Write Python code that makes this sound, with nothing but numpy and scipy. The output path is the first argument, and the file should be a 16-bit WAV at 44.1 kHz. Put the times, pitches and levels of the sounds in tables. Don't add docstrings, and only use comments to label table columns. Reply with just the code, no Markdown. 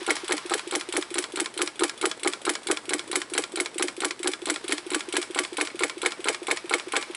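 import sys
import numpy as np
from scipy import signal
from scipy.fft import rfft, irfft
from scipy.io import wavfile
from scipy.ndimage import uniform_filter1d

SR = 44100
rng = np.random.default_rng(int(sys.argv[2]) if len(sys.argv) > 2 else 0)


def amp(db):
    return 10 ** (np.asarray(db, float) / 20)


def write(x):
    x = np.atleast_2d(x).T
    wavfile.write(sys.argv[1], SR, np.round(np.clip(x, -1, 1) * 32767).astype(np.int16))

luck = rng.spawn(1)[0]


N = 315752
RING_SAMPLES = 6600
UNEVEN_DB = 0.4
SLACK_GROWS_MS = 2.8

# pitch in Hz, level in dB.
SLACK_TONE = [(700, -0.5), (1500, 1), (2300, 4.5), (3300, -3), (4200, -0.5), (5500, -13.5), (8000, -15),
              (10500, -20.5)]
# pitch in Hz, level in dB.
RELEASE_TONE = [(700, 0.5), (1500, -7), (2300, 6.5), (3300, 0), (5000, -1.5), (6200, -6), (8000, -4.5),
                (10500, -13)]


def turns(count):
    # time in seconds,
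    # share of crank side shown, share tipped forward, lead of the rocking in ms, piston bump in dB.
    crank = [(0.0638, -0.035, 0.097, 45.5, -16.5), (0.4958, 0.45, 0.035, 40.5, -17),
             (0.9243, 0.86, 0.27, 34.5, -24), (1.3578, 0.88, 0.75, 18.5, -26), (1.793, 0.58, 0.66, -6, -12),
             (2.2321, 0.76, 0.78, 0.5, -14.5), (2.67, 0.7, 0.96, 4.5, -12.5),
             (3.1136, 0.72, 0.88, 13, -28.5), (3.5574, 0.87, 0.85, 17.5, -24),
             (4.0037, 0.96, 0.76, 22.5, -18), (4.4558, 0.5, 0.36, 31.5, -19.5),
             (4.903, -0.027, 0.066, 37, -28), (5.346, 0.17, 0.11, 42, -28),
             (5.7916, 0.045, 0.39, 43.5, -21), (6.2418, 0.0064, 0.37, 46.5, -23),
             (6.6946, -0.19, 0.42, 48.5, -29), (7.1476, -.4, 0.14, 46.5, -19.5)]
    rows = np.arange(len(crank))
    every_turn = np.arange(2 * len(crank) - 1) / 2
    seconds, *controls = [np.interp(every_turn, rows, column) for column in np.transpose(crank)]
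    return [column[:count] for column in (seconds, np.gradient(seconds), *controls)]


def contact(name, count=32):
    contacts = {"lift": (-37, -32, 5, -7, 0.8), "close": (0.0, -23, 1, 2, -0.15),
                "ping": (21, -32, 3, -10, -3), "slack": (12.5, -26, 1, 1, .5),
                "push": (11.5, -20, -4, 1, 0), "rattle": (30, -22, -6, -6, -1.5),
                "crack": (42, -13.5, -4.5, 1.3, 0.3), "rebound": (47.5, -17.5, 5.5, -0.34, -0.45),
                "kick": (51, -19, 1, -1, 3), "wrist": (87.5, -21.5, -1.5, -4.8, 4),
                "release": (101, -23, 1.4, 2.5, 1)}
    place_ms, db, side_db, tip_db, loose_ms = contacts[name]
    seconds, turn, side, tip, _, _ = turns(count)
    late, loud = luck.standard_normal((count, 2)).T
    place = turn * place_ms / 220
    level_db = db + side_db * side + tip_db * tip + UNEVEN_DB * loud
    return seconds + place + late * loose_ms / 1000, level_db


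def add(out, seconds, blows):
    for second, blow in zip(seconds, blows):
        i = max(round(second * SR), 0)
        out[i:i + RING_SAMPLES] += blow[:max(N - i, 0)]


def strike(seconds, level_db, hz, mode_db, t60, rise_ms, vary, sharp):
    t = np.arange(RING_SAMPLES) / SR
    fade = np.exp(-np.log(1000) * t / t60[:, None])
    rings = fade * np.sin(2 * np.pi * hz[:, None] * t)
    signature = rng.choice([-1, 1], len(hz))
    fresh = vary * rng.standard_normal((len(seconds), len(hz)))
    strength = amp(mode_db) * (sharp + signature + fresh)
    blows = (strength @ rings) * (1 - np.exp(-t * 1000 / rise_ms))
    peak = np.sqrt(2 * uniform_filter1d(blows ** 2, size=64).max(axis=1))
    out = np.zeros(N)
    add(out, seconds, blows * (amp(level_db) / peak)[:, None])
    return out


def at_hz(points, hz):
    point_hz, point_db = np.array(points).T[:2]
    return np.interp(np.log(hz), np.log(point_hz), point_db)


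def metal(seconds, level_db, colour, fast, slow, slow_db, rise_ms=0.24, low_hz=1100, sharp=0.3):
    # pitch in Hz, width in Hz, level in dB.
    frame = [(1456, 37, 2.5), (2180, 64, 5), (2250, 280, 3.5), (2733, 190, -5), (3136, 180, 6),
             (3433, 52, 11.5), (4107, 150, 2.5), (5100, 82, 6), (5640, 190, 5.5), (7930, 120, -4.5),
             (7800, 180, 7), (9700, 180, 4), (11200, 320, 9)]
    # time in seconds, brightness in dB per octave,
    # level in dB from the base plate facing us.
    facing = [(0.0, -1.2, -1.5), (1.0, -0.37, -1.5), (4.3, 0.04, -1.5), (5.0, -0.2, 1), (6.2, -0.76, 1.5),
              (7.16, -1.2, 4)]
    hz = rng.uniform(502.3, 11000, (2, 240))
    lift_db = sum(db / (1 + (2 * (hz - f) / width) ** 2) for f, width, db in frame)
    mode_db = (at_hz(colour, hz) + lift_db + [[0], [slow_db]]).ravel()
    t60 = np.array([[fast], [slow]]) * (3000 / hz) ** 0.07
    when, bright_db, plate_db = np.transpose(facing)
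    octaves = np.log2(hz.ravel() / 4000)
    plate_band = np.exp(-((octaves + 0.75) / 0.3) ** 2)
    mode_db = mode_db + np.outer(np.interp(seconds, when, bright_db), octaves)
    mode_db = mode_db + np.outer(np.interp(seconds, when, plate_db), plate_band)
    x = strike(seconds, level_db, hz.ravel(), mode_db, t60.ravel(), rise_ms, vary=0.9, sharp=sharp)
    return signal.sosfilt(signal.butter(3, low_hz, "high", fs=SR, output="sos"), x)


def box(seconds, level_db, hard_db, damping, rise_ms, vary):
    # pitch in Hz, level in dB, 60 dB fade in seconds.
    modes = [(303, -4.5, 0.09), (328.4, -1.5, 0.062), (353, 7, 0.085), (383, -3, 0.061), (437.6, -6, 0.053),
             (469, -7.5, 0.056), (506, -13.5, 0.08), (590, -14.5, 0.063), (643, -13, 0.084),
             (761, -12, 0.046), (800, -10.5, 0.06), (896, -17, 0.058), (1039, -10, .06), (1152, -15, 0.11),
             (1250, -16.5, 0.064), (1380, -13, .07), (1500, -16, 0.058), (1645, -16.5, 0.069),
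             (1860, -19.5, 0.036)]
    # time in seconds, tilt in dB per quarter octave.
    grip = [(0.0, 0.24), (0.8, -0.36), (1.3, -3), (2.0, 0.56), (2.8, -1.5), (3.6, -0.11), (4.7, -3),
            (5.5, 0.27), (6.3, 3), (7.16, 4)]
    hz, mode_db, t60 = np.transpose(modes)
    octaves = np.log2(hz / 350)
    mode_db = mode_db + hard_db * octaves
    mode_db = mode_db + np.outer(np.interp(seconds, *np.transpose(grip)), 4 * np.minimum(octaves, .4))
    return strike(seconds, level_db, hz, mode_db, t60 * damping, rise_ms, vary, sharp=1.37)


def stop():
    # pitch in Hz, level in dB.
    crack_tone = [(700, -5), (1500, 2.5), (2300, 2), (3300, -3), (4600, -3.5), (6200, -13), (7800, 0),
                  (10500, -11)]
    rebound_tone = [(900, -27), (1500, -19), (2300, -23.5), (3300, -13), (5000, -4), (6200, -3.5),
                    (8000, 0), (10500, 5.5)]
    s, db = contact("crack")
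    crack = metal(s, db + 3.5, crack_tone, fast=.013, slow=0.19, slow_db=-21, rise_ms=0.15, low_hz=874,
                  sharp=0.45)
    second = metal(s + .0018, db - 2.5, crack_tone, fast=.03, slow=0.15, slow_db=-12.5, rise_ms=0.27,
                   low_hz=920)
    rebound = metal(*contact("rebound"), rebound_tone, fast=.009, slow=0.12, slow_db=-18, rise_ms=0.12,
                    sharp=0.7)
    knock = box(s, db - 12.5, hard_db=6.0, damping=1.64, rise_ms=.8, vary=0.91)
    kick = box(*contact("kick"), hard_db=-2.5, damping=1.0, rise_ms=1.98, vary=0.62)
    return crack + second + rebound + knock + kick


def pull():
    # pitch in Hz, level in dB.
    rattle_tone = [(900, -2), (1500, -7), (2300, -2), (3300, -8), (4200, -1), (6200, -21), (8000, -12),
                   (10500, -13)]
    *_, tip, _, bump_db = turns(count=32)
    play = tip * SLACK_GROWS_MS / 1000
    s, db = contact("slack")
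    push_s, push_db = contact("push")
    rattle_s, rattle_db = contact("rattle")
    s = s + play
    late, loud = luck.standard_normal((len(s), 2)).T
    slack = metal(s, db, SLACK_TONE, fast=0.013, slow=0.14, slow_db=-10.5, low_hz=600)
    push = box(push_s + play, push_db, hard_db=2.5, damping=1.0, rise_ms=2.5, vary=0.68)
    bump_s = s + (13.0 + 2.0 * late) / 1000
    bump = box(bump_s, bump_db + UNEVEN_DB * loud, hard_db=9.0, damping=0.65, rise_ms=0.93, vary=0.86)
    knocks = (s[:, None] + rng.uniform(0.00394, .045, (len(s), 5))).ravel()
    slide = box(knocks, np.repeat(push_db, 5) - 10.0, hard_db=6.0, damping=0.78, rise_ms=0.31, vary=2.2)
    rattle = metal(rattle_s + play, rattle_db, rattle_tone, fast=0.023, slow=0.095, slow_db=-6, rise_ms=0.3)
    return slack + push + bump + slide + rattle


def switch():
    # pitch in Hz, level in dB.
    lift_tone = [(900, -23), (1500, -16), (2300, -5), (3300, -2.5), (5000, -12), (6200, -14), (8000, -6),
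                 (10500, -10)]
    close_tone = [(900, -25), (1500, -2.5), (2300, -2), (3400, 2), (5000, -7), (6200, -13.5), (8000, 2),
                  (10500, -1.5)]
    ping_tone = [(1500, -22), (3300, -11), (6200, -11), (7500, 3), (9000, -25), (10500, 0)]
    tick = metal(*contact("lift", count=33), lift_tone, fast=0.0079, slow=0.11, slow_db=-10.5, rise_ms=0.29)
    close = metal(*contact("close", count=33), close_tone, fast=0.02, slow=0.073, slow_db=-7.0,
                  rise_ms=0.43, low_hz=1470)
    ping = metal(*contact("ping", count=33), ping_tone, fast=0.011, slow=0.052, slow_db=0, low_hz=2960)
    return tick + close + ping


def back_stroke():
    # pitch in Hz, level in dB.
    wrist_tone = [(900, 12), (1500, -7.5), (2300, 0), (3300, -8), (5000, -2.5), (6200, -9), (8000, 0),
                  (10500, -7.5)]
    # time in seconds, level in dB.
    stray = [
        (4.6436, -33),
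        (5.7009, -32.5),
    ]
    wrist = metal(*contact("wrist"), wrist_tone, fast=0.047, slow=0.22, slow_db=-7.5, rise_ms=0.75,
                  low_hz=1380)
    s, db = contact("release")
    release = metal(s, db, RELEASE_TONE, fast=0.02, slow=0.11, slow_db=-17, rise_ms=0.55)
    touch = box(s, db - 11.0, hard_db=8.5, damping=1.3, rise_ms=1.4, vary=1.0)
    stray_s, stray_db = np.transpose(stray)
    loose = metal(stray_s, stray_db - .3, SLACK_TONE, fast=0.033, slow=0.087, slow_db=-8)
    return wrist + release + touch + loose


def thump():
    s, _, _, _, lead_ms, _ = turns(count=33)
    meeting = np.exp(-(lead_ms / 7.0) ** 2)
    db = -26 - 7 * meeting + UNEVEN_DB * luck.standard_normal(len(s))
    return box(s - lead_ms / 1000 - .004, db, hard_db=-9.0, damping=0.6, rise_ms=3.0, vary=0.3)


def snap():
    # pitch in Hz, level in dB.
    snap_tone = [(900, -29), (2300, -16.5), (3300, -7), (4100, 7.5), (5000, -12), (6200, -19.5),
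                 (10500, -21.5)]
    s, _ = contact("slack")
    tip = turns(count=32)[3]
    late_s = s + tip * SLACK_GROWS_MS / 1000
    return metal(late_s, -35 + 9 * tip, snap_tone, fast=.014, slow=.05, slow_db=-17, low_hz=2500)


def chatter():
    s, turn, _, tip, _, _ = turns(count=32)
    place = luck.uniform(.05, 0.42, (len(s), 6))
    loud = luck.standard_normal((len(s), 6))
    db = -37 - 4 * tip[:, None] + 3 * loud
    ticks = s[:, None] + turn[:, None] * place
    return metal(ticks.ravel(), db.ravel(), RELEASE_TONE, fast=.015, slow=.07, slow_db=-11.5, low_hz=900)


def hiss(spectrum, grain_db):
    grain = uniform_filter1d(rng.standard_normal(N), size=200) * np.sqrt(200)
    hz = np.arange(1, N // 2 + 2) * SR / N
    grainy = rng.standard_normal(N) * amp(grain_db * grain)
    x = irfft(rfft(grainy) * amp(at_hz(spectrum, hz)), N)
    return x / x.std()


def background():
    # pitch in Hz, level in dB per Hz.
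    room_tone = [(24, -63), (40, -27), (202, -3.5), (356, 6), (611, -1), (1050, -4), (1760, -6.5),
                 (2230, -7.5), (2560, -70), (3170, -17), (6410, -19.5), (8100, -11), (11000, -23),
                 (14300, -7), (22000, -120)]
    slide_tone = [(400, -13.5), (900, 5), (1800, 2.5), (3500, 1), (5500, -3.5), (8000, -17), (11000, -8.5)]
    # time in seconds, level in dB.
    hands = [(0.0, -40.5), (0.75, -45.5), (1.45, -50.5), (4.35, -51.5), (4.7, -47), (5.5, -48),
             (6.4, -48.5), (7.16, -45.5)]
    # pitch in Hz, rms level in dB.
    hum_tones = [
        (60, -78.5),
        (120, -72.5),
    ]
    t = np.arange(N) / SR
    s, _, _, tip, _, _ = turns(count=33)
    room_db = -49 + 2.5 * np.interp(t, s, tip)
    room = amp(room_db) * hiss(room_tone, grain_db=-3.5)
    slide = amp(np.interp(t, *np.transpose(hands))) * hiss(slide_tone, grain_db=1.0)
    hum = sum(np.sqrt(2) * amp(db) * np.sin(2 * np.pi * hz * t) for hz, db in hum_tones)
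    return room + slide + hum


def scene():
    engine = switch() + pull() + stop() + back_stroke() + thump() + snap() + chatter()
    heard = signal.sosfilt(signal.butter(6, 315, "high", fs=SR, output="sos"), engine)
    thud = signal.sosfilt(signal.butter(2, 220, fs=SR, output="sos"), engine)
    return (heard + amp(-15) * thud + background())[None]


def roll_off(x):
    return signal.sosfilt(signal.butter(12, 12330, fs=SR, output="sos"), x)


def record(dry):
    edge = signal.sosfilt(signal.butter(40, 11000, fs=SR, output="sos"), dry)
    return roll_off(edge + 0.043 * edge ** 2)


dry = scene()
out = record(dry)
write(out)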